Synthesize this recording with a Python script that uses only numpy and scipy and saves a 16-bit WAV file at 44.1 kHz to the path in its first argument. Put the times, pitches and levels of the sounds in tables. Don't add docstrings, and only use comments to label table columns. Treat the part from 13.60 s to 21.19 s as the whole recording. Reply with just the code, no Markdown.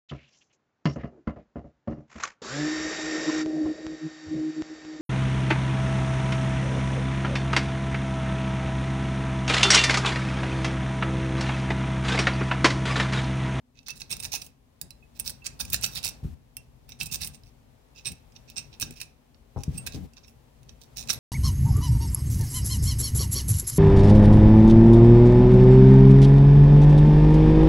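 import sys
import numpy as np
from scipy import signal
from scipy.fft import rfft, irfft, next_fast_len
from scipy.io import wavfile
from scipy.ndimage import uniform_filter1d, map_coordinates

SR = 44100
rng = np.random.default_rng(int(sys.argv[2]) if len(sys.argv) > 2 else 0)


def wav_out(sig):
    wavfile.write(sys.argv[1], SR, np.round(np.clip(np.atleast_2d(sig).T, -1, 1) * 32767).astype(np.int16))


N = 334719

# (time [s], rumble level [dB], hiss level [dB])
BACKGROUND_LEVELS = [(0.0, -68, -79), (0.21, -63.5, -75.5), (0.67, -51.5, -64.5), (0.95, -66, -75),
                     (1.92, -51, -66.5), (2.16, -52, -63), (2.49, -54, -61.5), (2.79, -59, -72.5),
                     (3.38, -53, -70), (3.51, -50, -68), (4.06, -58.5, -70.5), (5.24, -54.5, -66),
                     (5.56, -62, -71.5), (5.87, -59.5, -71), (6.24, -43.5, -60.5), (6.51, -58, -69.5),
                     (7.25, -54, -68.5), (7.59, -48.5, -57.5)]
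# (frequency [Hz], level [dB])
RUMBLE_COLOUR = [(22, -34.5), (32, -23), (42, 1), (60, 1.5), (96, -7.5), (135, -1), (175, -15),
                 (200, -20.5), (232, -5.5), (275, -23.5), (320, -29), (420, -35), (700, -61.5)]
# (frequency [Hz], level [dB])
HISS_COLOUR = [(200, -5), (400, -1), (900, -6), (1400, -13.5), (2500, -14.5), (5000, -19), (10000, -23),
               (16000, -24)]
# (start [s], end [s])
IDLE_SPANS = [(0.128, .27), (4.3, 5.4), (6.5, 6)]
# (time of crest [s], level [dB], half length [s], treble [dB])
TOOTH_PASSES = [(0.171, -60, 0.013, -11), (0.289, -40.5, 0.015, -4), (0.369, -48, 0.0085, 5),
                (0.409, -41.5, .009, -0.5), (0.519, -31.5, .012, 2.5), (0.602, -41, 0.0051, 7),
                (0.641, -35, 0.011, 4.5), (.74, -27.5, 0.013, 6), (0.82, -38, .004, 2),
                (0.847, -50, .012, 15), (1.572, -56, 0.013, 0), (1.6, -39, 0.0059, -2),
                (1.671, -35.5, 0.014, 7), (1.861, -35, 0.0092, -1), (2.009, -27.5, 0.0088, 2),
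                (2.086, -52, 0.026, 2), (2.139, -27.5, 0.0096, 3.5), (2.245, -27.5, .013, 3),
                (2.328, -47, 0.016, 5), (2.368, -32, .013, 2.5), (2.456, -27.5, 0.014, 4.5),
                (3.307, -50.5, .013, 0), (3.417, -35.5, 0.014, 4.5), (3.464, -35, 0.0046, 13),
                (3.536, -28.5, 0.013, 7.5), (3.623, -31.5, .012, 4), (3.658, -39, 0.013, 15),
                (3.746, -48.5, 0.0066, 5), (3.87, -61.5, .013, 2), (4.38, -48.5, 0.014, -7.5),
                (4.469, -32, 0.012, 0.5), (4.762, -52, 0.0074, -8), (4.898, -52, .012, -10),
                (4.979, -32, 0.01, -7.5), (5.136, -50, .009, -12), (5.22, -29.5, .01, 7),
                (5.33, -52.5, 0.0085, 5), (5.374, -48.5, 0.0091, -1), (5.416, -37, 0.0098, 4.5),
                (5.998, -56, 0.019, -2), (6.148, -54.5, 0.018, 1), (6.178, -47, 0.0045, 3),
                (6.271, -36.5, 0.0077, 3), (6.346, -44.5, 0.0094, -5.5), (6.575, -49.5, 0.0073, -14),
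                (6.644, -55, 0.0075, -17), (6.692, -60, 0.013, 11), (7.092, -58, 0.007, -7),
                (7.228, -54.5, 0.011, -1), (7.395, -35.5, 0.017, 1.5), (7.502, -25, 0.0082, 0),
                (7.535, -33.5, 0.0057, 14)]
# (time [s], level [dB], treble [dB])
PIN_SNAPS = [(0.19, -44.5, -17), (0.2717, -48, -12), (0.284, -31.5, -2), (0.305, -29.5, 7),
             (0.4176, -30.5, -16), (.505, -32, 6), (0.5266, -26.5, -8), (0.5674, -34.5, 8), (.601, -29, 15),
             (0.6346, -33, 9), (0.6443, -31, 14), (0.6513, -26, -4), (0.732, -29, -2), (0.8203, -36, -3),
             (0.8649, -39.5, 8.5), (1.2141, -25, 13.5), (1.3065, -38.5, 8), (1.5983, -20, 23.5),
             (1.6771, -22.5, 4.5), (1.6966, -29, 11), (1.702, -30, 14), (1.8662, -23, 1.5),
             (2.0513, -34.5, 8), (2.1012, -30.5, 19), (2.132, -16, 15), (2.144, -15.5, 10.5),
             (2.162, -32, 3), (2.2125, -34, 14), (2.235, -22, 10), (2.2415, -18.5, -1.5), (2.262, -27, 15),
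             (2.3524, -31, 16), (2.3727, -28.5, -7), (2.4471, -23.5, 12), (2.477, -31, 4),
             (2.4884, -25.5, 9.5), (2.9682, -29.5, 11.5), (3.2918, -41.5, 10.5), (3.3203, -36.5, -5),
             (3.4025, -34, -11), (3.4108, -22, -1), (3.4318, -29, 16), (3.464, -39, 13), (3.531, -41, 14),
             (3.5444, -31.5, 7), (3.647, -26.5, 14), (3.673, -28, 15), (3.8356, -51, 0), (4.461, -29.5, 4),
             (4.5187, -36, 7.5), (4.763, -41.5, -14), (4.9, -40, 7), (4.9768, -38, -15), (4.995, -50, 3),
             (5.199, -30, 18), (5.2116, -25.5, 11), (5.2261, -23.5, -9), (5.308, -38, 9),
             (5.4149, -29.5, 6), (5.745, -56, -24), (6.0353, -32, 4.5), (6.1812, -32.5, 9),
             (6.2656, -28.5, 17), (6.2726, -27, -1), (6.323, -39.5, 1), (6.5354, -51.5, -2),
             (6.682, -49, -0.5), (7.031, -56, 2), (7.093, -42.5, -7), (7.2161, -45.5, -4), (7.371, -31, 9),
             (7.475, -39, 1), (7.493, -27.5, -14), (7.5029, -14.5, -3), (7.5308, -27, 17)]
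# (frequency [Hz], level [dB])
BRASS_COLOUR = [(100, -32), (400, -27), (800, -15), (1200, -17), (2000, -9), (2500, 2), (3000, -3),
                (3600, -3.5), (5500, 6), (7200, -4.5), (9000, -4.5), (11000, -9.5), (13300, -14.5),
                (15200, -9)]
# (frequency [Hz], width [Hz], level against the broad colour [dB])
LOCK_RESONANCES = [(1610, 91, -2), (2634, 120, 8.5), (3760, 300, 2.5), (5730, 530, -8), (8490, 110, 2.5),
                   (12300, 130, -4.5), (14700, 140, -8.5), (15350, 350, -2.5)]
# (time [s], level [dB])
SPRING_RING_LEVELS = [(0, -3), (2.0, -2.5), (2.4, -3.5), (3.0, -1.5), (3.5, -1.5), (4.5, 1.5), (7.2, -3.5),
                      (7.35, -6.5)]
# (time [s], level [dB], frequency [Hz])
SPRING_TONES = [(0.294, -32, 2640), (0.511, -26, 8490), (0.750, -36, 2646), (1.306, -47, 4050),
                (1.425, -52.5, 2560), (1.820, -44, 2660), (2.240, -35, 2634), (2.969, -45, 2700),
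                (3.461, -40, 2540), (3.499, -41.5, 2670), (3.746, -47.5, 8500), (4.358, -51.5, 2640),
                (4.465, -24.5, 8490), (4.971, -28.5, 8490), (5.205, -36, 8490), (6.176, -27.5, 8490),
                (6.180, -37.5, 2670), (6.266, -44, 8490), (7.091, -62, 2590)]
# (start [s], length [s], level [dB], hardness [Hz])
GRIP_SHIFTS = [(0.502, 0.1, -49, 250), (1.22, .05, -54.5, 350), (2.0, 0.39, -47.5, 151),
               (2.629, 0.11, -40, 150), (3.391, 0.33, -46, 143.6), (4.449, 0.093, -46.5, 258),
               (5.218, 0.1, -44.5, 280), (6.079, .18, -42, 216), (6.33, .13, -37.5, 260)]
# (time [s], level [dB], frequency [Hz])
SHOULDER_KNOCKS = [(0.740, -33.5, 800), (2.144, -26, 1730), (2.240, -38.5, 790), (2.457, -39.5, 920),
                   (5.225, -32.5, 1600), (7.501, -28.5, 1565)]
# (time [s], level [dB])
KEY_CLINKS = [(2.246, -41.5), (2.26, -43), (3.424, -43), (3.653, -49), (7.501, -36), (7.531, -45)]
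# (frequency [Hz], level [dB], t60 [s])
SPARE_KEY_MODES = [(3946, -2, .1), (5184, -6, .1), (6013, -4, .1), (7400, -9, .14), (8450, -5, .11),
                   (9076, -11, .09), (11360, -2, .13), (14670, -4, .1)]
# (time [s], level [dB], hardness [Hz])
DESK_BUMPS = [(2.63, -28.5, 168), (2.646, -24.5, 232), (5.962, -25.5, 684), (5.971, -24.5, 750),
              (5.98, -27.5, 400), (6.079, -18.5, 174), (6.347, -31, 400)]
# (frequency [Hz], width [Hz], level [dB])
DESK_RESONANCES = [(71.3, 39, 6), (145, 52, 0.5), (238, 37, -7.5), (400, 660, -13.5), (800, 45, -6)]
# (frequency [Hz], gain [dB])
LEFT_GAIN = [(300, 5.5), (800, 0.5), (1300, 1), (2400, -10), (4400, -14), (8100, -10.5), (12500, -7),
             (15000, -3.5)]
# (frequency [Hz], t60 [s])
ROOM_DECAY = [(200, 0.55), (2600, .3), (8000, 0.22), (16000, 0.025)]

TOP_HZ = 16000
SIZE = 8192
AGE = np.arange(SIZE) / SR
HZ = np.fft.rfftfreq(SIZE, 1 / SR)
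DRAG_DB, DRAG_T60 = -16.5, 0.14
CATCH, RELEASE = 1, 1.18
TICKS_PER_S, TICKS_DB, TICKS_SPREAD = 390, -14, 2.7


def amp(db):
    return 10 ** (np.asarray(db) / 20)


def unit(x):
    return x / np.sqrt(np.mean(x ** 2) + 1e-20)


def along(points, hz):
    f, v = np.transpose(points)
    return np.interp(np.log(hz + 1), np.log(f), v)


def filtered(x, response):
    m = next_fast_len(N + SR // 2)
    return irfft(rfft(x, m) * response(np.fft.rfftfreq(m, 1 / SR)), m)[..., :N]


def causal(gain):
    cepstrum = irfft(np.log(np.maximum(gain, 1e-6)))
    cepstrum[1:SIZE // 2] *= 2
    cepstrum[SIZE // 2 + 1:] = 0
    return np.exp(rfft(cepstrum))


def resonances(modes):
    return sum(amp(db) * 1j * HZ * w / (f * f - HZ * HZ + 1j * HZ * w) for f, w, db in modes)


def add(track, s, sound):
    start = max(round(s * SR), 0)
    part = track[..., start:start + sound.shape[-1]]
    part += sound[..., :part.shape[-1]]


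def wobble(per_s):
    return map_coordinates(rng.standard_normal(256), [np.arange(N) * per_s / SR], mode="wrap")


def impacts(per_s, scatter_db):
    size = amp(scatter_db * np.clip(rng.standard_normal(SIZE), -2, 2))
    struck = rng.random(SIZE) < per_s / SR
    return struck * size * rng.choice([-1, 1], SIZE)


def spring_ring(s):
    return np.interp(s, *np.transpose(SPRING_RING_LEVELS))


def contact(force, brass, spring_db, treble_db, t60, ring_db, vary_db=3, apart=0.31, lag_s=.00016):
    scatter = rng.standard_normal(SIZE) + apart * rng.standard_normal((2, SIZE))
    local = scatter * amp(-60 * AGE / t60)
    modes = [(hz, width, db + ring_db + vary_db * rng.standard_normal()) for hz, width, db in LOCK_RESONANCES]
    ring = resonances(modes)
    tilt = [(2000, 0.02), (2680, spring_db), (3400, 0), (6200, 0.0), (9000, treble_db)]
    tint = causal(amp(along(tilt, HZ)))
    delays = [lag_s * 2 * rng.random(), 0]
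    late = np.exp(-2j * np.pi * np.outer(delays, HZ))
    sound = irfft(rfft(force) * rfft(local) * brass * (1 + ring) * tint * late)
    return sound / np.linalg.norm(sound, axis=1, keepdims=True)


def background(apart=0.57, hiss_gain_db=6.5, uneven_db=2, uneven_per_s=9):
    s, *columns = np.transpose(BACKGROUND_LEVELS)
    rumble_db, hiss_db = [np.interp(np.arange(N) / SR, s, c) for c in columns]
    low = rng.standard_normal(N) + apart * rng.standard_normal((2, N))
    rumble = unit(filtered(low, lambda hz: amp(along(RUMBLE_COLOUR, hz)))) * amp([[2.5], [-3]])
    lean = lambda hz: amp(np.outer([.5, -.5], along([(800, 5.5), (2500, 1)], hz)))
    hiss = unit(filtered(rng.standard_normal((2, N)), lambda hz: amp(along(HISS_COLOUR, hz)) * lean(hz)))
    rumble_gain = amp(rumble_db + uneven_db * wobble(uneven_per_s))
    return rumble_gain * rumble + amp(hiss_db + hiss_gain_db) * hiss


def hum(hz=250, width_hz=28, db=-72, early_db=6, settle_s=0.33):
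    band = lambda f: np.exp(-.5 * ((f - hz) / width_hz) ** 2)
    level_db = db + early_db * np.exp(-np.arange(N) / SR / settle_s)
    return amp(level_db) * unit(filtered(rng.standard_normal(N), band))


def idle_ticks(gap_s=.14, db=-40, scatter_db=3, spring_db=5, treble_db=-9, chatter_t60=0.033):
    brass = causal(amp(along(BRASS_COLOUR, HZ)))
    track = np.zeros((2, N))
    for start, end in IDLE_SPANS:
        for s in np.arange(start, end, gap_s):
            force = (AGE == 0) + impacts(990, 3) * amp(-60 * AGE / chatter_t60)
            tick = contact(force, brass, spring_db, treble_db, t60=0.0066, ring_db=-18)
            add(track, s + gap_s * rng.random(), amp(db + scatter_db * rng.standard_normal()) * tick)
    return track


def teeth(slips_per_s=430, slip_scatter_db=6, tick_scatter_db=4, tick_treble_db=3, count=3):
    brass = causal(amp(along(BRASS_COLOUR, HZ)))
    track = np.zeros((2, N))
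    for s, db, half, treble_db in TOOTH_PASSES:
        spring_db = spring_ring(s) - 1.5
        lead = 2 * half
        since = AGE - lead
        crest = np.exp(-.5 * (since / (half * np.where(since < 0, CATCH, RELEASE))) ** 2)
        drag = (since > 0) * amp(DRAG_DB - 60 * np.abs(since) / DRAG_T60)
        swell = np.maximum(crest, drag)
        rasp = 0
        for pin in range(count):
            slips = impacts(slips_per_s, slip_scatter_db) * swell
            rasp = rasp + contact(slips, brass, spring_db, treble_db, t60=0.0039, ring_db=1.5) / np.sqrt(count)
        loose = np.exp(-.5 * (since / (TICKS_SPREAD * half)) ** 2) * (since > -half)
        first = np.arange(SIZE) == round(half * SR)
        taps = impacts(TICKS_PER_S, tick_scatter_db) * loose + first
        ticks = contact(taps, brass, spring_db, treble_db + tick_treble_db, t60=.006, ring_db=-5)
        add(track, s - lead, amp(db) * np.linalg.norm(swell) * (rasp + amp(TICKS_DB) * ticks))
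    return track


def pins(chatter=.75, chatter_t60=.024, lead_in=0.057, extra_spring_db=1.5):
    brass = causal(amp(along(BRASS_COLOUR, HZ)))
    track = np.zeros((2, N))
    lead = 256 / SR
    since = AGE - lead
    for s, db, treble_db in PIN_SNAPS:
        skid = rng.standard_normal(SIZE) * (since < 0) * amp(-60 * np.abs(since) / 0.0081)
        bounces = impacts(3000, 4.4) * (since > 0) * amp(-60 * np.abs(since) / chatter_t60)
        force = lead_in * skid / np.linalg.norm(skid) + (since == 0)
        force = force + chatter * bounces / (np.linalg.norm(bounces) + 1e-9)
        spring_db = spring_ring(s) + extra_spring_db
        snap = contact(force, brass, spring_db, treble_db, t60=0.0074, ring_db=-3.0)
        add(track, s - lead, amp(db) * 10 * snap)
    return track


def shudder(metal, db=-29.5, follows=0.63, settle_s=0.016, apart=0.96):
    keep = np.exp(-1 / (settle_s * SR))
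    effort = np.sqrt(signal.lfilter([1 - keep], [1, -keep], metal[1] ** 2))
    low = rng.standard_normal(N) + apart * rng.standard_normal((2, N))
    # (frequency [Hz], level [dB])
    colour = [(25, -36), (55, -4.5), (135, -8.5), (200, -11.5), (300, -22), (900, -28.5), (1500, -42.5)]
    throb = unit(filtered(low, lambda hz: amp(along(colour, hz))))
    return amp(db) * effort ** follows * throb * amp([[2.5], [-2.5]])


def springs(t60=0.089, rise_s=0.0012, waver=0.0038):
    track = np.zeros(N)
    for s, db, hz in SPRING_TONES:
        drift = unit(uniform_filter1d(rng.standard_normal(SIZE), size=200))
        phase = 2 * np.pi * np.cumsum(hz * (1 + waver * drift)) / SR
        envelope = amp(db - 60 * AGE / t60) * (1 - np.exp(-AGE / rise_s))
        add(track, s, envelope * np.sin(phase))
    return track


def grips(fade_s=0.011, jerk_db=3, jerks_per_s=30, low_hz=55, apart=1.0, rustle_db=-17, ease_db=7):
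    t = np.arange(N) / SR
    track = np.zeros((2, N))
    skin = irfft(causal(amp(along(HISS_COLOUR, HZ))))
    for s, length, db, hard_hz in GRIP_SHIFTS:
        age = t[:round((length + fade_s) * SR)]
        gate = np.clip(np.minimum(age, length + fade_s - age) / fade_s, 0, 1)
        unevenness = map_coordinates(rng.standard_normal(32), [age * jerks_per_s])
        jerks = amp(jerk_db * unevenness - ease_db * age / length)
        friction = rng.standard_normal(len(age)) + apart * rng.standard_normal((2, len(age)))
        force = friction * gate * jerks
        softness = causal(1 / np.sqrt(1 + (HZ / hard_hz) ** 4))
        desk = irfft(softness * resonances(DESK_RESONANCES) * (1j * HZ / (1j * HZ + low_hz)) ** 2)
        body = unit(desk) + amp(rustle_db) * unit(skin)
        drone = signal.fftconvolve(force, body[None], axes=1)
        add(track, s, amp(db) * drone * np.linalg.norm(gate) / np.linalg.norm(drone[0]))
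    return track * amp([[2], [-2.5]])


def knocks(t60=0.015):
    track = np.zeros(N)
    for s, db, hz in SHOULDER_KNOCKS:
        add(track, s, amp(db - 60 * AGE / t60) * np.sin(2 * np.pi * hz * AGE))
    return track


def spare_keys():
    track = np.zeros(N)
    for s, db in KEY_CLINKS:
        for hz, level, t60 in SPARE_KEY_MODES:
            strength_db = db + level + rng.normal(0, 2.4)
            add(track, s, amp(strength_db - 60 * AGE / t60) * np.sin(2 * np.pi * hz * AGE))
    return track


def bumps(rub=0.0495, rub_t60=0.14):
    track = np.zeros(N)
    for s, db, hard_hz in DESK_BUMPS:
        force = (AGE == 0) + rub * rng.standard_normal(SIZE) * amp(-60 * AGE / rub_t60)
        softness = causal(1 / np.sqrt(1 + (HZ / hard_hz) ** 6))
        radiation = 1j * HZ / (1j * HZ + 40)
        thud = irfft(rfft(force) * softness * resonances(DESK_RESONANCES) * radiation)
        add(track, s, amp(db) * thud / np.abs(thud).max())
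    return track * amp([[1.5], [-2.5]])


def room(x, near_db=-10, near_t60=0.031, tail_db=-15.0, count=24):
    out = np.zeros((2, N))
    for piece in np.array_split(np.arange(N), count):
        hz, t, z = signal.stft(rng.standard_normal((2, SR // 3)), SR, nperseg=256)
        decay = amp(-60 * t / along(ROOM_DECAY, hz)[:, None])
        tail = signal.istft(z * decay, SR, nperseg=256)[1]
        age = np.arange(tail.shape[1]) / SR
        tail *= 1 - np.exp(-age / 0.0018)
        near = rng.standard_normal(tail.shape) * amp(-60 * age / near_t60) * (age > .0006)
        walls = amp(tail_db) * tail / np.linalg.norm(tail[0])
        echo = walls + amp(near_db) * near / np.linalg.norm(near[0])
        add(out, piece[0] / SR, signal.fftconvolve(x[:, piece], echo, axes=1))
    return out


def scene(metal_db=2.5, left_room_db=7.0):
    metal = idle_ticks() + teeth() + pins() + springs() + knocks() + spare_keys()
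    heard = metal + room(metal) * amp([[left_room_db], [0]])
    heard = filtered(heard, lambda hz: amp(np.outer([1, 0], along(LEFT_GAIN, hz))))
    thuds = bumps()
    thuds = thuds + room(thuds)
    return background() + hum() + amp(metal_db) * heard + shudder(metal) + grips() + thuds


def record(dry):
    return filtered(dry, lambda hz: 1 / (1 + (hz / TOP_HZ) ** 120))


dry = scene()
out = record(dry)
wav_out(out)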